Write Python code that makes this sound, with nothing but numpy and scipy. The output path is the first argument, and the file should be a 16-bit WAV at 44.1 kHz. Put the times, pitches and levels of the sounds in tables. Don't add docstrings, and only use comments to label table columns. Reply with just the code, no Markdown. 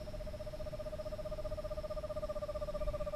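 import sys
import numpy as np
from scipy import signal
from scipy.fft import rfft, irfft
from scipy.io import wavfile

SR = 44100
rng = np.random.default_rng(int(sys.argv[2]) if len(sys.argv) > 2 else 0)


def gain_from_db(level_db):
    decades = np.asarray(level_db, float) / 20
    return 10 ** decades


def wrap_up_sound(samples):
    columns = np.atleast_2d(samples).T
    tamed = np.clip(columns, -1, 1)
    steps = np.round(tamed * 32767).astype(np.int16)
    wavfile.write(sys.argv[1], SR, steps)


N = 138915
TIME_S = np.arange(N) / SR
BIN_HZ = np.fft.rfftfreq(N, 1 / SR)


def evened(x):
    return x / np.sqrt(np.mean(x ** 2) + 1e-20)


def add(mix, start_s, sound):
    at = round(start_s * SR)
    sound = sound[max(-at, 0):]
    part = mix[max(at, 0):][:len(sound)]
    part += sound[:len(part)]


def curve(points):
    time_s, level_db = np.transpose(points)
    return np.interp(TIME_S, time_s, level_db)


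def filtered_noise(gain):
    return evened(irfft(rfft(rng.standard_normal(N)) * gain, N))


def drift(top_hz):
    return filtered_noise(np.exp(-(BIN_HZ / top_hz) ** 2))


def coloured(spectrum):
    freq_hz, level_db = np.transpose(spectrum)
    shape_db = np.interp(np.log(BIN_HZ + 1), np.log(freq_hz + 1), level_db, right=-100)
    return filtered_noise(gain_from_db(shape_db))


def whistle(hz, width_hz):
    return filtered_noise(1 / (1 + ((BIN_HZ - hz) / (width_hz / 2)) ** 4))


# freq_hz, density_db
AIR_SPECTRUM = [(88, -46), (150, -13), (480, -16.5), (1000, -23), (4300, -31.5), (5800, -38), (13800, -40),
                (13960, -43)]


def air_hiss():
    return gain_from_db(-57 + 0.14 * drift(2.2)) * coloured(AIR_SPECTRUM)


def camera_whine():
    return gain_from_db(-79 + drift(3.3)) * np.sin(2 * np.pi * 2044 * TIME_S)


# freq_hz, density_db
WIND_SPECTRUM = [(2.4, -22), (6, -10), (28, 1), (45, -4.5), (124, -11.5), (300, -25), (390, -35.5),
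                 (660, -120)]
# time_s, level_db
GUSTS = [(0, -46.5), (.5, -48.5), (.75, -47), (.95, -49.5), (1.5, -47), (1.9, -48.5), (2.2, -46.5),
         (2.4, -49.5), (2.7, -47), (2.8, -46.5), (2.9, -45), (2.96, -48), (3.02, -45.5), (3.15, -49)]
# center_s, width_s, level_db, direction (push +1, pull -1)
BUFFETS = [
    (2.383, .01, -38, 1),
    (2.818, .014, -34, -1),
    (2.889, .008, -31, 1),
    (3.01, .013, -35, -1),
]


def wind():
    out = coloured(WIND_SPECTRUM) * gain_from_db(curve(GUSTS) + 2.5)
    for center_s, width_s, level_db, direction in BUFFETS:
        u = (TIME_S - center_s) / width_s
        out += direction * gain_from_db(level_db) * (1 - u ** 2) * np.exp(-0.75 * u ** 2)
    return out


# pitch_hz, width_hz, level_db, chirps_per_s, throb_db
CRICKETS = [(5070, 100, -75, 3.1, 2.5), (5245, 60, -75.5, 2.3, 2.5), (5375, 60, -78, 2.9, 2.5),
            (5550, 40, -79, 4.2, 2), (5630, 60, -80, 3.5, 2), (5170, 90, -79, 2.6, 2),
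            (5300, 600, -74.5, 3.3, 1), (4150, 400, -79, 9, .3), (780, 50, -77, 3, 1.5)]
# time_s, level_db
CHORUS = [(0.0, -67), (0.34, -71), (0.39, -69), (0.87, -69), (0.94, -72), (1.02, -66.5), (1.24, -70),
          (1.98, -68.5), (1.99, -70.5), (2.25, -69), (3.11, -71), (3.15, -69)]
# time_s, level_db
TREE_CRICKET = [(0, -79), (.9, -78), (2.0, -84), (2.5, -75), (2.7, -71.5), (3.15, -77)]


def crickets():
    chorus = np.zeros(N)
    for pitch_hz, width_hz, level_db, chirps_per_s, throb_db in CRICKETS:
        throb = gain_from_db(throb_db * drift(chirps_per_s) + 1.3 * drift(36))
        chorus += gain_from_db(level_db - 0.5) * evened(whistle(pitch_hz, width_hz) * throb)
    chorus *= evened(gain_from_db(1.3 * curve(CHORUS)))
    tree_beats_per_s = 11
    beat = 0.82 + 0.59 * np.cos(2 * np.pi * tree_beats_per_s * (TIME_S - 2.7))
    return chorus + gain_from_db(curve(TREE_CRICKET)) * beat * whistle(3710, 130)


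# start_s, length_s, level_db, from_hz, to_hz
BIRD = [
    (2.772, 0.072, -76, 2330, 2290),
    (2.792, 0.061, -69, 2374, 2386),
    (2.89, 0.027, -70, 2290, 2270),
    (2.952, 0.04, -72, 2440, 2470),
    (2.967, 0.043, -76, 2380, 2330),
    (2.997, 0.029, -71, 2720, 2560),
    (3.019, 0.046, -72, 2400, 2520),
    (3.08, 0.045, -71, 2400, 2270),
    (3.106, 0.032, -73, 2660, 2700),
]


def bird():
    out = np.zeros(N)
    for start_s, length_s, level_db, from_hz, to_hz in BIRD:
        u = np.arange(0, 1, 1 / (length_s * SR))
        hz = from_hz + (to_hz - from_hz) * u + 15 * drift(40)[:len(u)]
        tone = np.sin(2 * np.pi * np.cumsum(hz) / SR)
        add(out, start_s, gain_from_db(level_db + 4) * np.sin(np.pi * u) ** 0.44 * tone)
    return out


# delay_s, level_db
ECHOES = [
    (.007, -27),
    (.021, -21.5),
    (.034, -27),
]


def yard(x):
    tail_db, t60_s, treble_cutoff_hz, tilt = -24, .25, 1800, .7
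    taps = np.zeros(SR // 2)
    at = np.arange(900, len(taps) - 20, 20)
    scatter = rng.integers(0, 20, len(at))
    taps[at + scatter] = rng.choice([-1., 1.], len(at)) * gain_from_db(-60 * at / SR / t60_s)
    taps *= gain_from_db(tail_db) / np.linalg.norm(taps)
    for delay_s, level_db in ECHOES:
        taps[round(delay_s * SR)] += gain_from_db(level_db)
    wet = signal.fftconvolve(x, taps)[:N]
    wet = signal.lfilter(*signal.butter(2, treble_cutoff_hz, fs=SR), wet)
    slope = np.gradient(wet) * SR / (2 * np.pi * 600)
    return (1 - tilt) * wet + tilt * slope


def membrane_pop(hz, turn):
    decay_s = .005
    u = np.arange(0, 3, 1 / (decay_s * SR))
    return u * np.exp(1 - 2 * u) * 2 * np.sin(2 * np.pi * (hz * decay_s * u + 7 * turn))


# time_s, effort_db, mid_hoot_pitch_hz, facing_db
BREATH = [
    (0, -46, 609.6, -16),
    (.55, -42.5, 609, -9),
    (.9, -40, 613, -5),
    (1.5, -39, 610, -12),
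    (2.0, -38, 610.3, -17),
    (2.172, -37, 610, 1),
    (2.35, -37.2, 601.5, -2),
    (3.15, -36.5, 599.2, -1),
]
# multiple, level_db at effort -37 dB, effort_growth, facing_share, time_narrowing
PARTIALS = [(1, 0, 0.75, 0.042, 0.81), (2, -12, 1.93, 0, 1.65), (3, -31, 1.9, 0, 6),
            (4, -40, 1.7, 0.44, 2.7), (6, -39, 1.3, .3, 6)]
BEAK = [(11, -52, 1, 1, 1.6), (12, -43.5, 1, 1, 1.6), (13, -39, 1, .8, 1.6), (14, -45.5, 1, 1, 1.6)]


def owl():
    hoots, first_s, gap_s, haste_s = 49, .0179, .066056, .00001916
    rise_s, fall_s, rise_bend, fall_bend = .0215, .021, 1.1, 1.38
    sag_hz_per_s, droop_hz_per_s2 = 780, 16000
    slip_hz, slip_hz_per_s = 10, 900
    lean_db_per_s = 180
    jitter_s, jitter_db, jitter_hz = .0005, .45, 1.8

    k = np.arange(hoots)
    centers_s = first_s + gap_s * k - haste_s * k ** 2
    luck, turns = rng.standard_normal((hoots, 3)), rng.random(hoots)
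    time_s, effort_db, pitch_hz, facing_db = np.transpose(BREATH)
    t = np.arange(-rise_s, fall_s, 1 / SR)
    rise = np.cos(np.pi / 2 * t / rise_s).clip(0) ** rise_bend
    fall = np.cos(np.pi / 2 * t / fall_s).clip(0) ** fall_bend
    swell = np.where(t < 0, rise, fall)
    slip = 2 * np.pi * (slip_hz * t + slip_hz_per_s * t ** 2 / 2)
    husk = whistle(865, 1050)

    out = np.zeros(N)
    for center_s, (late, loud, sharp), turn in zip(centers_s, luck, turns):
        push_db = np.interp(center_s, time_s, effort_db) + jitter_db * loud + 37
        facing = np.interp(center_s, time_s, facing_db)
        sag = 1 + .085 * push_db
        roundness = 1 - .05 * push_db
        hz = np.interp(center_s, time_s, pitch_hz) + jitter_hz * sharp
        hz = hz - sag * (sag_hz_per_s * t + droop_hz_per_s2 * t ** 2)
        phase = 2 * np.pi * (np.cumsum(hz) / SR + turn)

        hoot = gain_from_db(-32 + push_db) * np.sqrt(swell) * np.roll(husk, -round(center_s * SR))[:len(t)]
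        for multiple, level_db, growth, share, narrowing in PARTIALS + BEAK:
            gain = gain_from_db(level_db + growth * push_db + share * facing)
            shape = swell ** (narrowing * roundness ** min(multiple, 2))
            lean = gain_from_db((multiple > 1.5) * lean_db_per_s * t)
            trail = (round(multiple) == 2) * sag * slip
            hoot += gain * shape * lean * np.cos(round(multiple) * phase - trail)

        pop = membrane_pop(830 * (1 + 0.023 * sharp), turn)
        late_s = jitter_s * late
        add(out, center_s - .021 + late_s, gain_from_db(-56 + push_db + 2.6 * late) * pop)
        add(out, center_s - rise_s + late_s, np.sqrt(2) * gain_from_db(-37) * hoot)
    return out * (1 + .025 * drift(120))


def scene():
    far = bird()
    calls = owl() + far
    bird_echoes = gain_from_db(-3) * np.roll(far, 900) + gain_from_db(-7) * np.roll(far, 2100)
    evening = crickets() + air_hiss() + wind() + camera_whine()
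    return (calls + yard(calls) + bird_echoes + evening)[None]


# freq_hz, share of empty slots
HOLES = [(5500, 0), (8300, .02), (9000, .08), (10500, .2), (13600, .2), (13800, .45), (14100, .6)]


def treble_dropouts(x):
    lead, bins_per_slot = 336, 7
    frame = dict(window="cosine", nperseg=2048, noverlap=1024)
    hz, t, z = signal.stft(np.pad(x, ((0, 0), (lead, 0))), SR, **frame)
    luck = rng.random((len(hz) // bins_per_slot + 1, len(t)))
    lasting = rng.random(luck.shape) < .4
    luck = np.where(lasting, np.roll(luck, 1, 1), luck)
    luck = np.repeat(luck, bins_per_slot, 0)[:len(hz)]
    keep = luck > np.interp(hz, *np.transpose(HOLES))[:, None]
    return signal.istft(z * keep, SR, **frame)[1][:, lead:lead + N]


def roll_off(x):
    return signal.sosfilt(signal.butter(12, 14920, fs=SR, output="sos"), x)


def record(dry):
    mix = treble_dropouts(dry)
    return roll_off(mix)


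dry = scene()
out = record(dry)
wrap_up_sound(out)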